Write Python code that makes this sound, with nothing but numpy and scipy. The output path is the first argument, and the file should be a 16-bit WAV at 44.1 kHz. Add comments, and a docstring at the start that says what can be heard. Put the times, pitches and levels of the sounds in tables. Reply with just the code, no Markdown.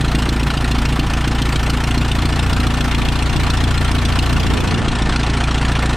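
"""A fast, throbbing chug with rattle and wind: a biplane's four-cylinder engine idling on grass,
heard from the wing a few metres behind the propeller. Twice per turn of the shaft a blade throbs
past and a cylinder fires: the exhaust pipe thumps, rings and spits a burst of gas. The valves
clatter in between, and the propeller's wind buffets the microphone, most in one short gust."""
import sys
import numpy as np
from scipy import signal
from scipy.fft import rfft, irfft, next_fast_len
from scipy.io import wavfile
from scipy.ndimage import uniform_filter1d

SR = 44100
rng = np.random.default_rng(int(sys.argv[2]) if len(sys.argv) > 2 else 0)


def inscribe(sig):
    """Save sig as 16-bit PCM at rate SR to the path in sys.argv[1].

    A 1-D sig is mono; a 2-D sig holds one channel per row.
    Samples are clipped to [-1, 1] before scaling.
    """
    pcm = np.round(np.clip(np.atleast_2d(sig).T, -1, 1) * 32767)
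    wavfile.write(sys.argv[1], SR, pcm.astype(np.int16))


N = 262836
TIME = np.arange(N) / SR
FFT_SIZE = next_fast_len(N + SR // 2, real=True)
FREQ = np.maximum(np.fft.rfftfreq(FFT_SIZE, 1 / SR), 1)

# how fast the engine runs: t/s, firing rate/Hz
ENGINE_SPEED = [(0.0, 28.701), (0.29, 28.386), (0.82, 28.5), (1.14, 28.149), (1.62, 28.617), (2.53, 29.066),
                (2.77, 28.687), (3.68, 29.066), (4.75, 28.89), (4.9, 28.729), (5.96, 28.581)]
# the cylinders in firing order: gas level/dB, thump level/dB, lateness/s, fade time of the burst/s
FIRING_ORDER = [(6.5, 4.5, -0.0003, 0.0045), (0, 3, -0.0006, 0.015), (2.5, 1.5, 0.0008, 0.0078),
                (2, -5, -0.0004, 0.0074)]


def undb(db):
    """Turn decibels into a gain."""
    return 10 ** (np.asarray(db) / 20)


def unit(x):
    """Scale a signal to an average power of 1."""
    return x / np.sqrt(np.mean(x ** 2))


def colour(points):
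    """A filter curve drawn through points of f/Hz, level/dB."""
    hz, db = np.transpose(points)
    return undb(np.interp(np.log(FREQ), np.log(hz), db))


def resonances(modes):
    """The filter curve of something that rings at several pitches; narrow peaks ring longer."""
    return sum(undb(db) / (1 + 1j * hz / width * (FREQ / hz - hz / FREQ)) for hz, width, db in modes)


def filtered(x, curve):
    """Pass a sound through a filter curve."""
    return irfft(rfft(x, FFT_SIZE) * curve, FFT_SIZE)[..., :N]


def wander(rate_hz):
    """A smooth random wobble, about 1 in size."""
    hold = int(SR / rate_hz)
    steps = np.repeat(rng.standard_normal(N // hold + 1), hold)
    return unit(uniform_filter1d(uniform_filter1d(steps, hold), hold)[:N])


def ramp(middle_s, length_s):
    """A straight rise from 0 to 1."""
    return np.clip(.5 + (TIME - middle_s) / length_s, 0, 1)


def clicks(times, sizes):
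    """One click at each time."""
    inside = (times >= 0) & (times < (N - 1) / SR)
    return np.bincount((times[inside] * SR).astype(int), sizes[inside], N)


def noise_puffs(pulses, fade_s):
    """Turn each click into a fading puff of noise, on two channels."""
    return filtered(pulses, 1 / (1 + 2j * np.pi * FREQ * fade_s)) * rng.standard_normal((2, N))


def stereo(pair):
    """Left and right from two like sounds: the first direct, the second scattered by wings and struts."""
    # how unlike the two ears are: f/Hz, scattered level against direct/dB
    scattering = [(120, -14), (250, -16), (500, -16), (1000, -13), (2000, -11.5), (4000, -8.5),
                  (8000, -7.5), (10000, -6), (12000, -1)]
    side = filtered(pair[1], colour(scattering))
    return unit(np.array([pair[0] + side, pair[0] - side]))


def gusts(steady_db=-27):
    """Gusts swell over a steady wind. Gives the wind's gain and the dip in the propeller's throb."""
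    # gusts on the microphone: t/s, half length/s, rumble level/dB, dip of the throb/dB
    swells = [(.35, 0.51, -26.5, 0.3), (1.053, 0.12, -23.5, 2), (4.4, 0.11, -22.5, .5),
              (4.73, 0.16, -22, 6), (5.05, 0.22, -24.5, 3)]
    power, dip_db = undb(steady_db) ** 2, 0
    for at_s, half_s, db, dip in swells:
        swell = np.exp(-((TIME - at_s) / half_s) ** 2)
        power += swell * undb(db) ** 2
        dip_db += swell * dip
    return np.sqrt(power), dip_db


def slipstream(wind, buffet_db=2.0, apart=.6):
    """Swirls of air from the propeller rumble on the microphone, a little differently on each side."""
    # tone of the rumble: f/Hz, relative level/dB
    rumble_tone = [(8, -17), (25, 6), (45, -0.5), (90, 0.5), (140, -1), (220, -2), (400, -22), (800, -35),
                   (3000, -47)]
    buffets = rng.standard_normal((2, N)) * undb(buffet_db * wander(22))
    mid, side = filtered(buffets, colour(rumble_tone))
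    return unit(np.array([mid + apart * side, mid - apart * side])) * wind


def eddy(at_s=4.59, half_s=0.35, level_db=-24.5):
    """One swirl of air flutters across the right side of the microphone."""
    # tone of the flutter: f/Hz, relative level/dB
    flutter_tone = [(30, -9), (150, -5), (280, 2), (430, 4), (800, -17), (2500, -56)]
    flutter = filtered(rng.standard_normal(N) * undb(2 * wander(28)), colour(flutter_tone))
    swell = np.exp(-((TIME - at_s) / half_s) ** 2)
    return np.outer([0, 1], unit(flutter) * swell) * undb(level_db)


def valve_clatter(times, phase, scatter_db=1.5, swish_gain=1.48):
    """Valves and their levers knock at set places in the engine cycle, over the swish of the blades."""
    # the knocks: place in the cycle/firings, level/dB
    knocks = [(0.351, -2.5), (1.0, 0), (1.35, 1), (2.049, 3), (2.299, 0.5), (2.5, -7), (3.049, 1.5),
              (3.28, 0), (3.65, -1)]
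    # tone of the knocks and the swish: f/Hz, relative level/dB
    clatter_tone = [(200, 2.5), (400, 2.5), (560, -3), (760, 2), (1050, -1), (1400, -4.5), (2100, -5),
                    (3200, -7.5), (4800, -17), (8500, -23), (11000, -29.5), (16000, -53)]
    # ringing panels of the engine cover: f/Hz, width/Hz, level/dB
    panels = [(727, 58, -9.5), (808, 26, -9.5), (985, 20, -3), (1154, 25, -0.5), (1387, 160, 0),
              (1770, 24, 5.5)]
    starts = times[::len(FIRING_ORDER)]
    place, db = np.transpose(knocks)
    when = starts[:-1, None] + np.diff(starts)[:, None] * place / len(FIRING_ORDER)
    sizes = undb(db + scatter_db * rng.standard_normal(when.shape))
    rattle = noise_puffs(clicks(when.ravel(), sizes.ravel()), fade_s=0.0068)
    # the swish swells with each of the two blades, one more than the other
    shaft_angle = np.pi * (phase - 0.17)
    sway = 1 + 0.17 * np.cos(2 * shaft_angle) - 0.32 * np.cos(shaft_angle)
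    swish = sway * rng.standard_normal((2, N))
    tone = colour(clatter_tone) * (1 + resonances(panels))
    return stereo(filtered(unit(rattle) + swish_gain * swish, tone))


def propeller(phase, speed, wind, dip_db, throb_db=-21, flutter_db=1., boom_rate_hz=29.05):
    """Each passing blade sucks, then pushes the air; gusts make this throb unsteady."""
    # tones in the throb: multiple of the blade rate, relative level/dB
    harmonics = [(1, -5), (2, 1.5), (4, -5.5), (5, -9)]
    unrest = unit(wind ** 2)
    phase = phase + .012 * unrest * wander(25)
    throb = 0
    for multiple, db in harmonics:
        gain = undb(db + flutter_db * unrest * wander(18))
        throb += gain * np.sin(2 * np.pi * multiple * (phase - 0.096))
    # a tone at three times the blade rate booms as the engine speeds up to boom_rate_hz
    boom_db = np.maximum(-20 - 21 * np.abs(speed - boom_rate_hz), -32)
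    boom = np.sin(6 * np.pi * (phase - 0.021))
    return np.sqrt(2) * (throb * undb(throb_db - dip_db) + boom * undb(boom_db))


def firings(phase, scatter_db=0.34, jitter_s=.0004):
    """The cylinders fire in turn, a bit unevenly. Gives times, cylinders, gas and thump levels."""
    # firings that burn hard or badly: t/s, level change/dB
    odd_burns = [(.293, 1.5), (.716, 2), (.856, 2), (.997, 3), (1.033, -9), (1.701, 2), (2.603, 2),
                 (4.816, -13), (4.849, -5)]
    number = np.arange(-4, int(phase[-1]) + 8)
    # firings just outside the scene follow the average speed
    beyond = number - np.clip(number, phase[0], phase[-1])
    times = np.interp(number, phase, TIME) + beyond / np.mean(np.array(ENGINE_SPEED)[:, 1])
    cylinder = number % len(FIRING_ORDER)
    gas_db, thump_db, late_s, _ = np.array(FIRING_ORDER)[cylinder].T
    chance = rng.standard_normal((len(number), 2))
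    burn_db = scatter_db * chance[:, 0]
    for at_s, db in odd_burns:
        burn_db[np.argmin(np.abs(times - at_s))] = db
    times = times + late_s + jitter_s * chance[:, 1]
    return times, cylinder, gas_db + burn_db, thump_db + np.minimum(burn_db, 0) / 2


def metal_clank(times, db, lead_s=.002, spread_s=0.0016, scatter_db=5):
    """Each firing jolts the exhaust metal; different pitches ring out each time."""
    # ringing of the metal: f/Hz, width/Hz, relative level/dB
    metal_modes = [(1750, 64, -18), (2514, 88, -0.5), (2773, 48, 5), (2910, 110, -10), (3462, 70, 3.5),
                   (4160, 71, 4.5), (4870, 150, -7), (5120, 71, -17), (5560, 110, -3.5), (6200, 83, -9.5),
                   (7350, 78, -10.5), (8260, 110, -8.5), (8690, 95, -10)]
    ring = 0
    for hz, width, mode_db in metal_modes:
        lateness, force = rng.standard_normal((2, 2, len(times)))
        sizes = undb(db + mode_db + scatter_db * np.minimum(force, 1.3))
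        when = times - lead_s + spread_s * lateness
        jolts = np.array([clicks(at, size) for at, size in zip(when, sizes)])
        # two filters in a row: the ring builds for a moment, then fades
        ring += filtered(jolts, resonances([(hz, width, 0)]) * resonances([(hz, 4 * width, 0)]))
    return stereo(ring)


def port_ringing(jets, peak_db=4.2, peak_bins=26):
    """Gas rings in the cylinder's outlet; it is never equally hot, so the pitches move with each burst."""
    count, _, size = jets.shape
    ripple = rng.standard_normal((count, 1, size // 2 + 1))
    ripple = uniform_filter1d(uniform_filter1d(ripple, peak_bins), peak_bins)
    peaks = undb(peak_db * np.minimum(unit(ripple), 2))
    # shape the filter so that it rings after the burst, never before it
    cepstrum = irfft(np.log(peaks))
    curve = np.exp(rfft(2 * cepstrum[..., :size // 2], size))
    return irfft(rfft(jets) * curve)


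def gas_bursts(times, db, cylinder, lead_s=0.0039, rise_s=.001, tail_s=.018, tail_db=-12, alike=0.17):
    """Each firing spits a hissing jet of gas that swells fast and dies away."""
    # tone of the jet: f/Hz, relative level/dB
    jet_tone = [(300, -27), (700, -4.5), (1400, 1.5), (2100, -4), (2900, -0.5), (3800, -4), (4700, -7.5),
                (6700, -15), (8500, -13), (10000, -21), (11200, -24), (12500, -18.5), (14000, -28.5),
                (16000, -45)]
    size = 4096
    t = (np.arange(size) - size // 4) / SR
    age_s = np.maximum(t + lead_s, 0)
    fade_s = np.array(FIRING_ORDER)[cylinder, -1, None, None]
    rise = 1 + np.tanh((t + lead_s) / (2 * rise_s))
    fall = np.exp(-age_s / fade_s) + undb(tail_db) * np.exp(-age_s / tail_s)
    # part of the rasp belongs to the cylinder and returns each cycle
    own = rng.standard_normal((len(FIRING_ORDER), 2, size))[cylinder]
    rasp = np.sqrt(alike) * own + np.sqrt(1 - alike) * rng.standard_normal(own.shape)
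    jets = port_ringing(rise * fall * rasp)
    bursts = np.zeros((2, N))
    for at_s, gain, jet in zip(times, undb(db), jets):
        at = int((at_s + t[0]) * SR) + np.arange(size)
        inside = (at >= 0) & (at < N)
        bursts[:, at[inside]] += gain * jet[:, inside]
    return stereo(filtered(bursts, colour(jet_tone)))


def pipe_thump(times, db, lead_s=0.00744, scatter_db=1.0, roughness=0.32):
    """The opening exhaust valve sends a push of pressure and a rough puff down the pipe."""
    # pitches at which the pipe rings: f/Hz, width/Hz, relative level/dB
    pipe_modes = [(145.2, 21, -8.5), (197.6, 11.7, -8), (243.9, 12.6, 2.5), (272.7, 18, -3.5),
                  (302.6, 11.5, -4), (348, 11, -16.5), (457, 26, -15.5)]
    pulses = clicks(times - lead_s, undb(db + scatter_db * rng.standard_normal(len(times))))
    drive = unit(pulses) + roughness * unit(noise_puffs(pulses, fade_s=0.0056))
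    # little sound leaves the pipe below its lowest pitch
    outlet = colour([(50, -63), (130, 2.0), (470, -7.5), (1000, -36)])
    return stereo(filtered(drive, resonances(pipe_modes) * outlet))


def scene():
    """One shaft drives the blades, the exhaust and the valves, so they keep in step."""
    speed = np.interp(TIME, *np.transpose(ENGINE_SPEED))
    phase = np.cumsum(speed) / SR - .405  # goes up by 1 per firing
    times, cylinder, gas_db, thump_db = firings(phase)
    wind, dip_db = gusts()
    # the thump slowly softens while the gas and the clatter grow louder
    thumps = undb(-23.5 - 0.46 * TIME) * pipe_thump(times, thump_db)
    spits = gas_bursts(times, gas_db, cylinder) + undb(-6) * metal_clank(times, gas_db)
    spits *= undb(-29 + 0.12 * TIME)
    valves = undb(-26 + 0.4255 * TIME) * valve_clatter(times, phase)
    return propeller(phase, speed, wind, dip_db) + thumps + spits + valves + slipstream(wind) + eddy()


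def record(dry, dulls_s=4.74, dull_db=-15.5, recovery_db_per_s=9, cutoff_hz=15700):
    """The sound widens from mono and narrows again; the top treble stays wide and dulls once."""
    top = filtered(dry, colour([(2000, -40), (4500, -24), (8500, -17), (10000, -9), (11800, 0)]))
    left, right = dry - top
    width = undb(-48) + ramp(middle_s=2.06, length_s=2) * (1 - ramp(middle_s=4.903, length_s=0.68))
    mid = (left + right) / 2
    side = ((left - right) / 2 + .03 * mid) * width  # leans slightly left
    top_db = -3 + ramp(dulls_s, length_s=.2) * (dull_db + recovery_db_per_s * (TIME - dulls_s))
    lean_right_db = np.array([[-2], [2]])
    sound = np.array([mid + side, mid - side]) + top * undb(top_db + lean_right_db)
    steep_lowpass = signal.ellip(8, .2, 70, cutoff_hz, fs=SR, output="sos")
    return signal.sosfilt(steep_lowpass, sound)


dry = scene()
out = record(dry)
inscribe(out)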